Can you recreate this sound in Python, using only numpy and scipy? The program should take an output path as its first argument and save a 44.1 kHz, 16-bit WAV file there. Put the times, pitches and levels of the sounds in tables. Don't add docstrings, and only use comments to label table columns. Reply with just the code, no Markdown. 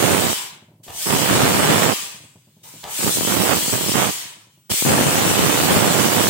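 import sys
import numpy as np
from scipy import signal
from scipy.fft import rfft, irfft, next_fast_len
from scipy.io import wavfile
from scipy.ndimage import uniform_filter1d, map_coordinates

SR = 44100
rng = np.random.default_rng(int(sys.argv[2]) if len(sys.argv) > 2 else 0)


def unload_wav(signal):
    wavfile.write(
        sys.argv[1],
        SR,
        np.round(np.clip(np.atleast_2d(signal).T, -1, 1) * 32767).astype(np.int16),
    )


N = 277521

# crack_s (seal), lift_s (weight), sink_s (starts), shut_s (duration), rise_s,
# level_db, leak_db (before the blow), sharpness (of shutting, 1 = evenly)
VALVE_BLOWS = [(-0.6, -0.5, 0.275, 0.365, 0.1, -22, -74, 1.9),
               (0.83, 0.915, 1.815, 0.52, 0.068, -21.1, -74, 1.72),
               (2.63, 2.865, 4.02, 0.465, 0.055, -22.6, -62, 1.72),
               (4.693, 4.693, 6.48, 0.45, 0.0057, -21.2, -63.5, 1.72)]
# pitch_hz, left_db, right_db
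HISS_COLOUR = [(50, -29.5, -40.5), (298, -16, -12.5), (903, -16, -14), (1820, -11.3, -11),
               (3000, -2.5, -3.5), (4220, -4, -4), (5070, -5, -7.5), (6940, -1.3, -5), (7800, 2.5, -4.5),
               (8680, -4, 0.5), (10030, -8, -6.5), (11240, -13.5, -11), (12900, -9, -8.5),
               (14260, -5.5, -5.5)]
# pitch_hz, level_db
DIRECT_HISS = [(3000, -20.5), (5400, -0.5), (7500, -7), (10500, -2), (13000, -1.5), (15000, -4)]
# time_s, level_db
HISS_BRIGHTNESS = [(0.1, 0.5), (0.4, -1.5), (0.6, -4.5), (0.9, 2), (1.08, 2), (1.3, -2), (1.8, -1.5),
                   (2.1, -1.5), (2.5, -1), (2.7, 1), (2.87, 1.5), (3.15, 4.5), (3.45, 2), (3.75, 1.5),
                   (4.1, -0.5), (4.5, -3), (4.78, 4.5), (5.05, -0.5), (6.2, 1)]
# pitch_hz, width_hz, level_db
WEIGHT_HOLLOW = [(420, 220, -4), (1000, 240, 0), (1800, 700, -4.5), (3100, 1100, -2.5)]
# port, start_s, end_s, level_db, eddy_speed (1 = usual)
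JET_GUSTS = [("right", -0.2, 0.342, -15.1, 1.3), ("left", -0.03, 0.07, -24, 1.0),
             ("left", 0.07, 0.18, -20, 1.4), ("left", 0.2, 0.3, -22, 0.97),
             ("right", 1.046, 1.12, -21, 1.3), ("right", 1.075, 1.23, -16, 1.12),
             ("left", 1.1, 1.21, -19, 1.1), ("left", 1.18, 1.3, -26, 0.9), ("left", 1.27, 1.44, -14.5, 1.7),
             ("left", 1.39, 1.63, -16.5, 1.2), ("right", 1.19, 1.58, -15.5, 1.64),
             ("left", 1.58, 1.78, -17.5, 1.5), ("left", 1.73, 1.92, -18.5, 1.4),
             ("right", 1.53, 1.945, -14.5, 1.9), ("right", 2.975, 3.04, -24, 0.95),
             ("right", 3.01, 3.125, -18.5, 0.99), ("left", 3.045, 3.1, -24, 0.9),
             ("left", 3.14, 3.255, -26, 0.7), ("left", 3.28, 3.355, -26, 0.6),
             ("right", 3.09, 3.3, -25, 0.75), ("right", 3.255, 3.37, -15.5, 1.15),
             ("right", 3.335, 3.48, -15, 0.91), ("right", 3.435, 3.565, -14.5, 2.2),
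             ("right", 3.52, 3.625, -19, 0.91), ("right", 3.56, 3.97, -25, 0.82),
             ("right", 3.7, 3.8, -18, 0.99), ("right", 3.92, 4.08, -15, 1.8),
             ("right", 4.02, 4.12, -17.5, 1), ("left", 3.92, 4.02, -23, 1.1),
             ("right", 4.688, 4.745, -18.5, 0.6), ("left", 4.838, 4.99, -13.5, 1.53),
             ("right", 4.845, 5.07, -14.5, 1.12), ("left", 4.95, 5.16, -17, 2.05),
             ("left", 5.15, 5.37, -18, 1.5), ("left", 5.36, 5.48, -17.5, 1.3),
             ("left", 5.45, 5.58, -23, 1.2), ("left", 5.55, 5.69, -15.5, 1.4),
             ("left", 5.67, 5.81, -15.5, 1.3), ("left", 5.79, 5.94, -18, 1.3),
             ("left", 5.9, 6.04, -21, 1.1), ("left", 6.02, 6.11, -18, 1.7), ("left", 6.1, 6.33, -23, 1),
             ("right", 5.03, 6.6, -15.3, 1.5)]
# pitch_hz, level_db
PORT_COLOUR = [(20, -35.5), (50, -30), (85, -8), (130, -0.7), (400, 0.4), (1200, 3.3), (3000, 6),
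               (6000, -6.5), (14000, -13)]
# time_s, level_db
SIMMER_LEVEL = [(0.4, -3), (0.9, 2), (2.2, -1), (2.55, -8), (2.8, 0.5), (4.15, 2.5), (4.65, -11)]
# start_s, level_db
BIG_BUBBLES = [(0.525, -43), (0.56, -40), (0.623, -38), (0.683, -39.5), (0.716, -41), (0.735, -44),
               (0.8, -42.5), (0.866, -35), (2.03, -36.5), (2.144, -38), (2.204, -39), (2.238, -36),
               (2.356, -37.5), (2.472, -42), (2.567, -44), (2.616, -45), (2.739, -35), (2.753, -36),
               (4.254, -40), (4.371, -42), (4.47, -44), (4.575, -46)]
# pitch_hz, width_hz, level_db
POT_MODES = [(115, 18, -1), (154, 24, -2.5), (192, 49, -5), (302, 120, -11.5), (560, 190, -17),
             (876, 78, -19)]
# pitch_hz, level_db
POT_WALL = [(30, -33), (62, -17.5), (95, 1.5), (900, -1), (1400, -16.5), (4000, -33.5)]
# pitch_hz, level_db
FLAME_COLOUR = [(25, -21), (60, -11.5), (130, 15), (300, -2.5), (800, -18.5), (1400, -30), (5000, -25),
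                (15000, -17)]
# pitch_hz, t60_s
KITCHEN_DECAY = [(150, 0.45), (1000, 0.51), (3000, 0.46), (8000, 0.32), (15000, 0.04)]
# pitch_hz, level_db
ECHO_COLOUR = [(100, -3), (1000, 8), (2200, 5), (4000, 0), (8000, -9), (15000, -17.5)]
# start_s, level_db
WEIGHT_KNOCKS = [(0.357, -23), (0.395, -24.5), (0.883, -36.5), (1.961, -22), (2.113, -34.5), (2.841, -21),
                 (4.127, -28)]
# start_s, level_db, pitch_ratio (1 = the vent's own)
WET_SPITS = [(0.879, -32, 0.83), (2.641, -44, 1.05), (2.832, -29, 0.97)]
# pitch_hz, width_hz, level_db
VENT_MODES = [(115, 90, 3), (420, 240, -4), (690, 180, -4.5), (850, 110, 0), (1100, 200, -14.5),
              (1930, 410, -21), (3314, 900, -10.5)]
# port, start_s, level_db
LONE_POPS = [("right", 1.068, -10.5), ("left", 1.357, -4.5), ("left", 1.5, -4.5), ("right", 1.929, -7),
             ("right", 2.993, -14), ("right", 3.029, -10), ("right", 3.039, -9), ("right", 3.046, -6),
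             ("left", 3.066, -8), ("right", 3.078, -7.5), ("right", 3.089, -12), ("right", 3.172, -7.5),
             ("left", 3.21, -5), ("right", 3.233, -8), ("right", 3.25, -6), ("right", 3.276, -3),
             ("right", 3.68, -9), ("right", 3.733, -5), ("right", 3.81, -7), ("right", 3.867, -12),
             ("right", 3.885, -6), ("right", 3.894, -5), ("right", 3.919, -8), ("right", 3.955, -3),
             ("right", 4.702, -14), ("right", 4.741, -14), ("left", 4.824, -5.5), ("left", 4.851, -5.5),
             ("left", 5.18, -5.5), ("left", 5.392, -5.5), ("left", 5.444, -4), ("left", 5.589, -5.5),
             ("right", 5.634, -5)]

SEEP_DB, CRACK_S = -45, 0.0087
SHUT_DB = 40.5
SIZZLE_HZ, SIZZLE_SHUT_DB = 10000, 54
TILT_HZ = 4520
GUST_ATTACK_S, GUST_RELEASE_S = 0.03, 0.028
GUST_EDGE_DB = 3.5
TOP_HZ = 15800


def amp(db):
    return 10 ** (np.asarray(db) / 20)


def unit(x):
    return x / np.sqrt(np.mean(x ** 2) + 1e-20)


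def along(points, hz, axis=1):
    table = np.transpose(points)
    return np.interp(np.log(hz + 1), np.log(table[0] + 1), table[axis])


def curve(rows):
    return np.interp(np.arange(N) / SR, *np.transpose(rows))


def wobble(rate):
    knots = rng.standard_normal(int(N * rate / SR) + 4)
    return map_coordinates(knots, [np.arange(N) * rate / SR])


def filtered(x, response):
    m = 2 * next_fast_len(N // 2 + SR // 2)
    return irfft(rfft(x, m) * response(np.fft.rfftfreq(m, 1 / SR)), m)[..., :N]


def causal(gain):
    cepstrum = irfft(np.log(gain))
    half = len(cepstrum) // 2
    fold = np.r_[1, np.full(half - 1, 2), 1, np.zeros(half - 1)]
    return np.exp(rfft(cepstrum * fold))


def ring(x, modes):
    def response(f):
        return sum(amp(db) * 1j * f * w / (c * c - f * f + 1j * f * w) for c, w, db in modes)
    return filtered(x, response)


def jet_db(shut_db):
    t = np.arange(N) / SR
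    flow, last_sink = np.zeros(N), -1
    for crack, lift, sink, shut_s, rise_s, db, leak_db, sharpness in VALVE_BLOWS:
        opening = (SEEP_DB - db) * np.exp(-np.maximum(t - lift, 0) / rise_s)
        closing = shut_db * (np.maximum(t - sink, 0) / shut_s) ** sharpness
        flow += amp(db + opening - closing) * np.clip((t - crack) / CRACK_S, 0, 1)
        flow += amp(leak_db) * (t >= last_sink) * (t < sink)
        last_sink = sink
    return 20 * np.log10(flow + 1e-9)


def near_surfaces(x, share, reach_s, turn_rate, count=60):
    heard = []
    for _ in range(3):
        delays_s = rng.uniform(reach_s / 10, reach_s, count)
        taps = np.zeros(int(reach_s * SR) + 2)
        taps[(delays_s * SR).astype(int)] = rng.standard_normal(count)
        heard.append(signal.fftconvolve(x, taps / np.linalg.norm(taps))[:N])
    aim = np.array([wobble(turn_rate) for _ in heard])
    reflections = np.sum(aim * heard, axis=0) / np.linalg.norm(aim, axis=0)
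    return unit(x + share * reflections)


def patches(x, depth_db):
    z = signal.stft(x, nperseg=512)[2]
    field = rng.standard_normal(z.shape[1:])
    field = uniform_filter1d(field, size=4, axis=0)
    field = uniform_filter1d(field, size=14, axis=1)
    return signal.istft(z * amp(depth_db * unit(field)), nperseg=512)[1][:, :N]


def hiss(level_db, flutter_db, patchy_db, lag_s):
    def direct_path(hz):
        return amp(along(DIRECT_HISS, hz)) * np.exp(-2j * np.pi * np.outer([lag_s, 0], hz))

    direct = filtered(rng.standard_normal(N), direct_path)
    scattered = rng.standard_normal((2, N))
    heard = np.array([near_surfaces(port, share=0.7, reach_s=.016, turn_rate=3) for port in direct + scattered])
    ports = filtered(heard, lambda hz: amp([along(HISS_COLOUR, hz, axis=1), along(HISS_COLOUR, hz, axis=2)]))
    rush = unit(patches(ports, patchy_db))
    low = filtered(rush, lambda hz: 1 / (1 + (hz / TILT_HZ) ** 4))
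    tilt_db = curve(HISS_BRIGHTNESS)
    rush = low * amp(-tilt_db / 2) + (rush - low) * amp(tilt_db / 2)
    body = filtered(rush, lambda hz: 1 / (1 + (hz / SIZZLE_HZ) ** 10))
    sizzle = rush - body
    steam = body * amp(jet_db(SHUT_DB)) + sizzle * amp(jet_db(SIZZLE_SHUT_DB))
    return steam * amp(level_db + flutter_db * wobble(35))


def hollow(level_db, shut_db, flutter_db):
    rush = unit(ring(rng.standard_normal((2, N)), WEIGHT_HOLLOW))
    flow_db = jet_db(shut_db) - curve(HISS_BRIGHTNESS)
    return rush * amp(flow_db + level_db + flutter_db * wobble(55))


def draught(port):
    t = np.arange(N) / SR
    gusts, speeds = [], []
    for side, start, end, db, speed in JET_GUSTS:
        if side == port:
            gate = np.clip(np.minimum((t - start) / GUST_ATTACK_S, (end - t) / GUST_RELEASE_S), 0, 1)
            arch_db = GUST_EDGE_DB * (2 * np.clip((t - start) / (end - start), 0, 1) - 1) ** 2
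            gusts.append(gate * amp(db - arch_db))
            speeds.append(speed)
    gusts = np.array(gusts) + 1e-9
    return gusts.max(axis=0), np.dot(speeds, gusts) / gusts.sum(axis=0)


def buffet(port, level_db, sway_db, surge_db, full_rate, crowding, width_s, spread, size_db, heft, fray, wake_s):
    strength, speed = draught(port)
    strength = strength * amp(sway_db * wobble(16) + surge_db * wobble(60))
    rate = full_rate * (strength / amp(-17)) ** crowding + 15
    passed = np.cumsum(rate) / SR
    count = int(passed[-1])
    timing, bulkiness, direction, loudness = rng.uniform(-1, 1, (4, count))
    at = np.clip(np.searchsorted(passed, np.arange(count) + .5 + 2 * timing), 0, N - 1)
    bulk = np.exp(spread * bulkiness)
    life_s = width_s * bulk / speed[at]
    size = np.sign(direction) * amp(size_db * loudness) * bulk ** heft * np.sqrt(speed / rate)[at]
    offsets = np.arange(-SR // 200, SR // 200)
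    cusps = size[:, None] * np.exp(-abs(offsets) / SR / life_s[:, None])
    where = np.clip(at[:, None] + offsets, 0, N - 1).ravel()
    pressure = np.bincount(where, cusps.ravel(), N)
    stir = np.bincount(where, abs(cusps).ravel(), N)
    wake = filtered(stir, lambda hz: 1 / (1 + 2j * np.pi * hz * wake_s))
    pressure = pressure + fray * wake * rng.standard_normal(N)
    kicks = unit(filtered(pressure, lambda hz: causal(amp(along(PORT_COLOUR, hz)))))
    return kicks * strength * amp(level_db)


def drone(level_db, pitch_hz, wander_hz):
    phase = 2 * np.pi * np.cumsum(pitch_hz + wander_hz * wobble(40)) / SR
    return amp(level_db) * np.sin(phase)


def boil(big_db, simmer_db, simmer_hz, rebound_db, rebound_t60_s, thud_s):
    simmer = filtered(rng.standard_normal(N), lambda hz: 1 / np.sqrt(1 + (hz / simmer_hz) ** 2))
    knocks = simmer * amp(curve(SIMMER_LEVEL) + simmer_db)
    t = np.arange(SR // 10) / SR
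    for start_s, db in BIG_BUBBLES:
        churn = amp(rebound_db - 60 * t / rebound_t60_s) * rng.standard_normal(len(t))
        thud = np.exp(-t / thud_s) / (thud_s * SR)
        knocks[round(start_s * SR):][:len(t)] += amp(db + big_db) * (churn + thud)
    return filtered(ring(knocks, POT_MODES), lambda hz: causal(amp(along(POT_WALL, hz))))


def flame(level_db):
    noise = rng.standard_normal(N) + 0.16 * rng.standard_normal((2, N))
    return amp(level_db) * unit(filtered(noise, lambda hz: amp(along(FLAME_COLOUR, hz))))


def kitchen(x):
    hz, t, z = signal.stft(rng.standard_normal((2, SR * 3 // 4)), SR, nperseg=256)
    decay = amp(-60 * t / along(KITCHEN_DECAY, hz)[:, None])
    tail = signal.istft(z * decay, SR, nperseg=256)[1]
    echo = signal.fftconvolve(x, tail / np.linalg.norm(tail[0]), axes=1)[:, :N]
    return filtered(echo, lambda hz: amp(along(ECHO_COLOUR, hz)))


def weight(level_db):
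    strikes = np.zeros(N)
    for start_s, db in WEIGHT_KNOCKS:
        strikes[round(start_s * SR)] = amp(db + level_db)
    return ring(strikes, WEIGHT_HOLLOW)


def spits(level_db, t60_s, rough_db):
    t = np.arange(N) / SR
    gargles = np.zeros((2, N))
    for start_s, db, pitch in WET_SPITS:
        modes = [(hz * pitch, width, mode_db) for hz, width, mode_db in VENT_MODES]
        spray = rng.standard_normal((2, N))
        spray = unit(ring(spray + spray[::-1] / 2, modes))
        gargles += spray * amp(db - 60 * np.maximum(t - start_s, 0) / t60_s) * (t >= start_s)
    return gargles * amp(level_db + rough_db * wobble(150))


def pops(port, level_db, width_s, rebound, rebound_s):
    t = np.arange(N) / SR
    pressure = np.zeros(N)
    for side, start_s, db in LONE_POPS:
        if side == port:
            near = slice(int((start_s - .01) * SR), int((start_s + .01) * SR))
            since = t[near] - start_s
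            life_s = width_s * np.exp(.2 * rng.standard_normal())
            cusp = np.exp(-abs(since) / life_s)
            swing_back = rebound * np.exp(-abs(since - rebound_s) / (2 * life_s))
            pressure[near] += rng.choice([-1, 1]) * amp(db + level_db) * (cusp - swing_back)
    return filtered(pressure, lambda hz: causal(amp(along(PORT_COLOUR, hz))))


def scene():
    steam = hiss(level_db=1.76, flutter_db=.6, patchy_db=2.0, lag_s=.00009)
    steam = steam + hollow(level_db=-16, shut_db=45.5, flutter_db=2.5)
    left = buffet("left", level_db=-2.5, sway_db=1.42, surge_db=1.32, full_rate=380, crowding=1.1,
                  width_s=0.00046, spread=1, size_db=6.0, heft=.2, fray=0.2, wake_s=.001)
    right = buffet("right", level_db=0.5, sway_db=0.59, surge_db=0.89, full_rate=520, crowding=1.3,
                   width_s=0.00027, spread=0.93, size_db=5.0, heft=.2, fray=0.33, wake_s=0.0012)
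    pot = drone(level_db=-62.5, pitch_hz=135, wander_hz=16)
    pot = pot + boil(big_db=39, simmer_db=-36, simmer_hz=250, rebound_db=-28, rebound_t60_s=0.15, thud_s=.0006)
    burner = flame(level_db=-63.5)
    valve = steam + weight(level_db=22) + spits(level_db=-5.5, t60_s=0.35, rough_db=3)
    lone = np.array([pops(port, level_db=1, width_s=0.00043, rebound=0.4, rebound_s=.0013)
                     for port in ("left", "right")])
    return valve + amp(-8.5) * kitchen(valve) + np.array([left, right]) + lone + pot + burner


def record(dry):
    rounded = dry / (1 + (dry / .95) ** 6) ** (1 / 6)
    return filtered(rounded, lambda hz: hz < TOP_HZ)


dry = scene()
out = record(dry)
unload_wav(out)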